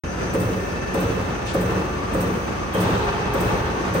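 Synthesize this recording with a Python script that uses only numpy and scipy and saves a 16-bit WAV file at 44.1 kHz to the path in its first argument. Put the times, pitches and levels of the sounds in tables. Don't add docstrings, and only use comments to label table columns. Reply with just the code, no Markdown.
import sys
import numpy as np
from scipy import signal
from scipy.fft import rfft, irfft, next_fast_len
from scipy.io import wavfile
from scipy.ndimage import map_coordinates

SR = 44100
rng = np.random.default_rng(int(sys.argv[2]) if len(sys.argv) > 2 else 0)


def int16_out(signal):
    q = np.round(np.clip(np.atleast_2d(signal).T, -1, 1) * 32767)
    wavfile.write(sys.argv[1], SR, q.astype(np.int16))


N = 176400

# frequency in Hz, level in dB.
HUM_TONES = [(54.5, -38.5), (77, -39.5), (107.7, -51), (183, -40), (360, -43.5), (721.4, -48.5), (899, -55)]
PAIR_TONES = [(1748, -49), (1797, -53)]
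HIGH_TONES = [(4893, -65.5), (5712, -64.5), (5835, -67), (5938, -65), (6019, -62), (6062, -60),
              (6158, -66.5), (6202, -67), (6282, -62.5)]
# time in seconds, gain in dB.
PAIR_GAIN_DB = [(0, 1.5), (.55, 3), (.72, 9), (.96, 9), (1.05, 1), (1.4, 3), (2.1, 1.5), (2.5, -9),
                (3.2, 2), (4, 1)]
HIGH_GAIN_DB = [(0, 1), (.8, 0.5), (1.4, -1), (2.2, -2.5), (4, -1)]
# centre in Hz, half-width in Hz, relative level in dB.
HIGH_HISS_BANDS = [(6110, 180, -7.5), (5880, 130, -6)]
# time in seconds, pitch in Hz, level in dB, roughness from 0 to 1.
WHINE_TRACK = [(0, 2624, -50, 0.3), (1.1, 2616, -45.5, 0.17), (2, 2626, -47, .25), (2.35, 2597, -50, .8),
               (2.9, 2610, -44.5, 1), (3.2, 2605, -44, .9), (3.52, 2586, -43, .8), (3.65, 2626, -53, .8),
               (4, 2690, -51, 0.88)]

# frequency in Hz, relative spectral density in dB.
DRIVE_SPECTRUM = [(22, -39.5), (36, -10), (55, -7.5), (90, 1), (170, -1), (230, -2), (400, -2.5), (520, -4),
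                  (640, -8.5), (900, -10.5), (1400, -9.5), (2000, -17), (2600, -18), (3400, -26.5),
                  (5000, -30), (6400, -29), (7100, -36), (9800, -37.5), (11000, -60.5), (13000, -46),
                  (14500, -45), (15800, -51)]
TICK_SPECTRUM = [(3000, -12), (7000, -7), (8400, -2), (9600, -0.5), (11500, -10), (13000, -11),
                 (14400, -16), (15700, -4.5)]
SLAP_SPECTRUM = [(120, -25.5), (280, -6), (560, -1.5), (700, -6.5), (1200, -8), (2200, -24), (5000, -48)]
SHUDDER_SPECTRUM = [(30, -33), (70, -32), (110, 3.5), (220, -12), (330, -6), (480, 1), (570, -7),
                    (660, -10.5), (1200, -11), (2000, -19.5), (4000, -31), (8000, -64)]
HISS_SPECTRUM = [(1500, -11.5), (3500, -1.5), (7000, -1), (9500, 4.5), (11500, -24), (13000, -4),
                 (14400, 2), (15700, 2.5)]
CHURN_SPECTRUM = [(120, 2), (270, -7.5), (420, -25), (620, -7), (830, 1), (1250, -3.5), (2000, -11),
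                  (3300, -16.5), (5000, -25.5), (8000, -53)]
SCRAPE_SPECTRUM = [(1500, -16.5), (2500, 2), (3500, -1), (4800, -7.5), (9000, -13.5), (12000, -39.5)]
# centre in Hz, half-width in Hz, relative level in dB.
TICK_RESONANCES = [(8370, 200, -6), (14160, 350, -3.5)]
CHURN_RESONANCES = [(411, 40, -5), (461, 47, -14), (713, 21, -8), (811, 6.1, -9.5), (904, 24, -4.5),
                    (980, 74, -15), (1420, 24, -14.5), (1552, 19, -9.5)]
ROUGH_RESONANCES = [(1140, 26, -1), (1175, 20, 0)]

# start in seconds, level in dB, hold in seconds, ring over grit in dB.
VALVE_TICKS = [(0.333, -39.5, 0.014, -9.5), (0.399, -39, 0.0087, -8), (0.938, -39, 0.0094, -7),
               (1, -43, 0.0085, 0), (1.456, -46, .003, -17), (1.536, -38.5, 0.011, -7),
               (1.606, -42, 0.009, -5), (2.133, -40.5, 0.013, -8), (2.203, -39, 0.012, -4.5),
               (2.736, -39.5, 0.01, -2), (2.8, -35, 0.014, -8), (3.334, -42.5, .01, -1.5),
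               (3.404, -39.5, 0.012, -2), (3.936, -41.5, 0.017, -3.5)]
# start in seconds, then gains in dB for impacts, shudder, hiss, first blow.
CUT_STROKES = [(0.3452, -1.5, 0, 2, 2.5), (.946, -3, 1, 0, 3), (1.547, -3.5, 0.5, 0.5, 5),
               (2.1455, -3.5, 0, 1, 4), (2.7464, -1, 2, 2, 0), (3.347, -3.5, 0.5, 2, 2),
               (3.9457, -7, 4, 1, 7)]
# delay in seconds, gain in dB, pitch the contact favours in Hz.
STROKE_KNOCKS = [(-0.001, -17.5, 357), (0.0047, -18, 547), (0.0104, -15.5, 434), (0.0116, -23.1, 122),
                 (0.0276, -12.5, 156), (0.0298, -20.5, 422), (0.0414, -22.5, 464), (0.0483, -28.0, 123),
                 (0.0609, -19, 214), (0.067, -18.5, 324), (0.0882, -19, 517), (0.0953, -17, 252),
                 (0.113, -20, 92.4), (0.1215, -24.5, 455), (0.1446, -14.5, 378), (0.1508, -24, 452),
                 (0.1544, -17.5, 257), (0.1759, -20.5, 163), (0.2066, -13, 151.4), (0.2235, -19, 408),
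                 (0.245, -23.5, 504), (0.2629, -27, 82), (0.335, -27, 540), (0.4087, -32.5, 307)]
# frequency in Hz, gain in dB, T60 in seconds.
FRAME_MODES = [(81.4, -4, 0.14), (88.5, 0.5, 0.13), (107.3, 6.5, 0.21), (127, -23, 0.075), (182, 0.7, 0.25),
               (263, -3.5, 0.18), (292.6, -4, 0.1), (324, 2.7, 0.072), (445.7, 2.5, 0.085),
               (522, -0.5, 0.1), (549, -3.5, 0.11)]

# time in seconds, gain in dB.
CHURN_GAIN_DB = [(0, -60), (.85, -43), (1.1, -37.5), (1.45, -35.5), (1.9, -35.5), (2.3, -40), (2.68, -36.5),
                 (2.86, -27), (3.15, -28.5), (3.5, -28), (3.76, -30.5), (4, -34.5)]
ROUGH_GAIN_DB = [(0, -55), (1.7, -41), (2, -34.5), (2.4, -41.5), (2.8, -36), (3.5, -36.5), (4, -36.5)]
# start in seconds, level in dB, attack and hold in seconds, fall in dB per second.
BLADE_SCRAPES = [(0.957, -47, 0.0089, 0.13, 34), (1.459, -36.5, 0.0089, 0.04, 137),
                 (2.798, -42, 0.024, 0.22, 39)]
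# time in seconds, pitch in Hz, gain in dB.
WHIRR_TRACK = [(2.699, 413, -72), (2.85, 405, -56), (3.051, 414, -35), (3.201, 412, -42.5),
               (3.351, 416, -42), (3.5, 429.4, -38), (3.701, 425, -42.5), (4, 413.3, -52)]
RASP_TRACK = [(2.72, 3300, -70), (2.744, 3200, -40), (2.79, 3120, -38), (2.81, 3400, -46),
              (2.871, 3690, -46), (2.94, 3600, -49), (3.001, 3950, -53), (3.05, 4050, -50),
              (3.11, 4050, -70)]
# multiple of the pitch, gain in dB.
WHIRR_HARMONICS = [(1, 7.8), (2, 1.6)]

# frequency in Hz, coherence from 0 to 1.
COHERENCE = [(40, .97), (130, .91), (260, .76), (500, .33), (1000, .12), (4500, .15), (7000, .25),
             (8500, .5), (9900, .55), (10500, .99), (15000, .99)]
# frequency in Hz, phase in radians.
LEFT_LEAD_RAD = [(20, 0), (200, -.1), (500, -.1), (1800, -2.9), (4800, -6.5), (6030, -11.3), (8440, -12.7),
                 (9900, -13.5), (10400, -15.4), (11400, -15.7), (12300, -16.1), (13300, -18.4),
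                 (16000, -18.9)]
# frequency in Hz, level in dB.
BALANCE_DB = [(60, -.6), (200, -.6), (700, .5), (2500, 0), (3300, 1.5), (4400, 6), (6100, 9), (6700, 5),
              (7300, 1), (10000, 0)]
# frequency in Hz, T60 in seconds.
ROOM_T60_S = [(100, 0.94), (500, 0.3), (2000, 0.35), (10000, 0.33)]

TIME_S = np.arange(N) / SR
SPLIT = np.array([[.5], [-.5]])


def amp(db):
    return 10 ** (np.asarray(db) / 20)


def unit(x):
    return x / np.sqrt(np.mean(x ** 2) + 1e-20)


def along(points, hz):
    knots_hz, values = np.transpose(points)
    return np.interp(np.log(hz + 1), np.log(np.sort(knots_hz) + 1), values)


def curve(rows):
    return np.interp(TIME_S, *np.transpose(rows))


def wobble(rate_hz):
    return map_coordinates(rng.standard_normal(4096), [TIME_S * rate_hz], mode='wrap')


def envelope(start_s, attack_s, hold_s, fall_db_per_s):
    age_s = np.maximum(TIME_S - start_s, 0)
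    return (1 - np.exp(-age_s / attack_s)) * amp(-fall_db_per_s * np.maximum(age_s - hold_s, 0))


def filtered(x, response):
    size = next_fast_len(N + SR // 2)
    return irfft(rfft(x, size) * response(np.fft.rfftfreq(size, 1 / SR)), size)[..., :N]


def spread_rad(hz):
    return np.arccos(np.clip(along(COHERENCE, hz), 0, 1))


def stereo(pair):
    blend = lambda hz: np.array([np.cos(spread_rad(hz) / 2), np.sin(spread_rad(hz) / 2)])
    pan = lambda hz: amp(SPLIT * along(BALANCE_DB, hz)) * np.exp(1j * SPLIT * along(LEFT_LEAD_RAD, hz))
    mid, side = filtered(pair, blend)
    return filtered(np.array([mid + side, mid - side]), pan)


def noise(spectrum):
    return unit(stereo(filtered(rng.standard_normal((2, N)), lambda hz: amp(along(spectrum, hz)))))


def ringing(resonances):
    response = lambda hz: sum(amp(db) / np.sqrt(width_hz) / (1 + 1j * (hz - centre_hz) / width_hz) ** 2
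                              for centre_hz, width_hz, db in resonances)
    return unit(stereo(filtered(rng.standard_normal((2, N)), response)))


def tones(rows, drift_rad, flutter_db, rate_hz):
    out = np.zeros((2, N))
    for hz, db in rows:
        phase = 2 * np.pi * (hz * TIME_S + rng.random()) + drift_rad * wobble(rate_hz)
        apart_rad = SPLIT * spread_rad(hz) * (1 + .5 * wobble(rate_hz))
        level_db = db + flutter_db * wobble(rate_hz) + SPLIT * along(BALANCE_DB, hz)
        out += amp(level_db) * np.sin(phase + apart_rad)
    return np.sqrt(2) * out


def motor():
    hum = tones(HUM_TONES, drift_rad=0.77, flutter_db=-2.5, rate_hz=9)
    pair = amp(curve(PAIR_GAIN_DB)) * tones(PAIR_TONES, drift_rad=0.69, flutter_db=3, rate_hz=18)
    high = amp(curve(HIGH_GAIN_DB)) * tones(HIGH_TONES, drift_rad=0.46, flutter_db=5.5, rate_hz=32)
    return hum + pair + high + amp(-57) * ringing(HIGH_HISS_BANDS)


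def whine(rough_hz=75, swell_db=2.5):
    knots_s, *columns = np.transpose(WHINE_TRACK)
    hz, db, roughness = (np.interp(TIME_S, knots_s, column) for column in columns)
    phase = 2 * np.pi * np.cumsum(hz) / SR
    sine, cosine = np.sin(phase), np.cos(phase)
    clean = np.sqrt(2) * np.array([sine, cosine])
    rough = unit(np.array([wobble(rough_hz) * sine + wobble(rough_hz) * cosine for _ in range(2)]))
    tone = np.sqrt(1 - roughness) * clean + np.sqrt(roughness) * rough
    return amp(db + swell_db * wobble(14)) * tone


def drive(level_db=-27.5, rattle_db=1, sway_db=1.08):
    return amp(level_db + rattle_db * wobble(58.9) + sway_db * wobble(7.87)) * noise(DRIVE_SPECTRUM)


def valve_ticks(flutter_db=1.5):
    grit, ring = noise(TICK_SPECTRUM), ringing(TICK_RESONANCES)
    out = np.zeros((2, N))
    for start_s, db, hold_s, ring_db in VALVE_TICKS:
        burst = envelope(start_s, attack_s=0.0018, hold_s=hold_s, fall_db_per_s=490)
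        out += amp(db) * burst * (grit + amp(ring_db) * ring)
    return out * amp(flutter_db * wobble(300))


def slap(level_db=-25):
    bursts = sum(amp(db + blow_db) * envelope(start_s, attack_s=0.0011, hold_s=0.0073, fall_db_per_s=700)
                 for start_s, db, _, _, blow_db in CUT_STROKES)
    return amp(level_db) * bursts * noise(SLAP_SPECTRUM)


def frame_knocks(attack_s=0.0022, contact_octaves=0.24, first_blow_s=0.009, scatter_db=0.5, room_db=-16):
    age_s = np.arange(SR // 3) / SR
    hz, db, t60_s = np.transpose(FRAME_MODES)[:, :, None]
    rise = 1 - np.exp(-age_s / attack_s)
    modes = rise * amp(db - 60 * age_s / t60_s) * np.sin(2 * np.pi * hz * age_s)
    out = np.zeros(N + SR)
    for start_s, stroke_db, _, _, blow_db in CUT_STROKES:
        for delay_s, knock_db, pitch_hz in STROKE_KNOCKS:
            coupling = np.exp(-.5 * (np.log2(hz[:, 0] / pitch_hz) / contact_octaves) ** 2)
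            force_db = stroke_db + knock_db + blow_db * (delay_s < first_blow_s)
            gains = coupling * amp(force_db + scatter_db * rng.standard_normal(len(modes)))
            out[round((start_s + delay_s) * SR):][:len(age_s)] -= gains @ modes
    return out[:N] + amp(room_db) * workshop(out[:N])


def workshop(x):
    hz, age_s, spectra = signal.stft(rng.standard_normal((2, SR // 2)), SR, nperseg=256)
    decay = amp(-60 * age_s / along(ROOM_T60_S, hz)[:, None])
    _, tail = signal.istft(spectra * decay, SR, nperseg=256)
    return stereo(signal.fftconvolve(x[None], tail / np.linalg.norm(tail[0]), axes=1)[:, :N])


def cover_shudder(level_db=-28.5, repeat_share=0.23):
    same, fresh = noise(SHUDDER_SPECTRUM), noise(SHUDDER_SPECTRUM)
    out = np.zeros((2, N))
    for start_s, _, db, _, _ in CUT_STROKES:
        repeated = np.pad(same, ((0, 0), (round(start_s * SR), 0)))[:, :N]
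        shake = np.sqrt(repeat_share) * repeated + np.sqrt(1 - repeat_share) * fresh
        burst = envelope(start_s, attack_s=0.0028, hold_s=0.18, fall_db_per_s=43.5)
        out += amp(level_db + db) * burst * shake
    return out


def blade_hiss(level_db=-44, flutter_db=1.3):
    bursts = sum(amp(db) * envelope(start_s, attack_s=0.035, hold_s=0.066, fall_db_per_s=45)
                 for start_s, _, _, db, _ in CUT_STROKES)
    return bursts * amp(level_db + flutter_db * wobble(50)) * noise(HISS_SPECTRUM)


def churn(flutter_db=1.63, steel_db=-4.5):
    churning = noise(CHURN_SPECTRUM) * amp(flutter_db * wobble(45))
    steel = amp(steel_db) * ringing(CHURN_RESONANCES)
    rough_ring = amp(curve(ROUGH_GAIN_DB)) * ringing(ROUGH_RESONANCES)
    return amp(curve(CHURN_GAIN_DB)) * (churning + steel) + rough_ring


def blade_scrapes(flutter_db=1.2):
    bursts = sum(amp(db) * envelope(start_s, *shape) for start_s, db, *shape in BLADE_SCRAPES)
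    return bursts * amp(flutter_db * wobble(91)) * noise(SCRAPE_SPECTRUM)


def whirr(waver_hz=5.7, flutter_db=3, blur_rad=0.26):
    knots_s, hz, db = np.transpose(WHIRR_TRACK)
    phase = 2 * np.pi * np.cumsum(np.interp(TIME_S, knots_s, hz) + waver_hz * wobble(25)) / SR
    out = np.zeros((2, N))
    for channel in out:
        for multiple, partial_db in WHIRR_HARMONICS:
            gain = amp(partial_db + flutter_db * wobble(25))
            channel += gain * np.sin(multiple * phase + blur_rad * wobble(30))
    return amp(np.interp(TIME_S, knots_s, db)) * out


def rasp(half_width_hz=190):
    knots_s, pitch_hz, db = np.transpose(RASP_TRACK)
    band = filtered(rng.standard_normal((2, N)), lambda hz: 1 / (1 + (hz / half_width_hz) ** 2))
    phase = 2 * np.pi * np.cumsum(np.interp(TIME_S, knots_s, pitch_hz)) / SR
    return np.interp(TIME_S, knots_s, amp(db), left=0, right=0) * unit(band * np.sin(phase))


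def scene():
    frame = slap() + frame_knocks() + cover_shudder()
    blade = valve_ticks() + blade_hiss() + blade_scrapes() + rasp()
    return frame + blade + drive() + churn() + whirr() + motor() + whine()


def record(dry, low_cut_hz=38, open_s=0.036, fade_s=0.00067, top_hz=15800):
    thinned = filtered(dry, lambda hz: hz ** 3 / np.sqrt(hz ** 6 + low_cut_hz ** 6))
    fade_in = np.clip((TIME_S - open_s) / fade_s, 0, 1)
    return filtered(thinned * fade_in, lambda hz: hz < top_hz)


dry = scene()
out = record(dry)
int16_out(out)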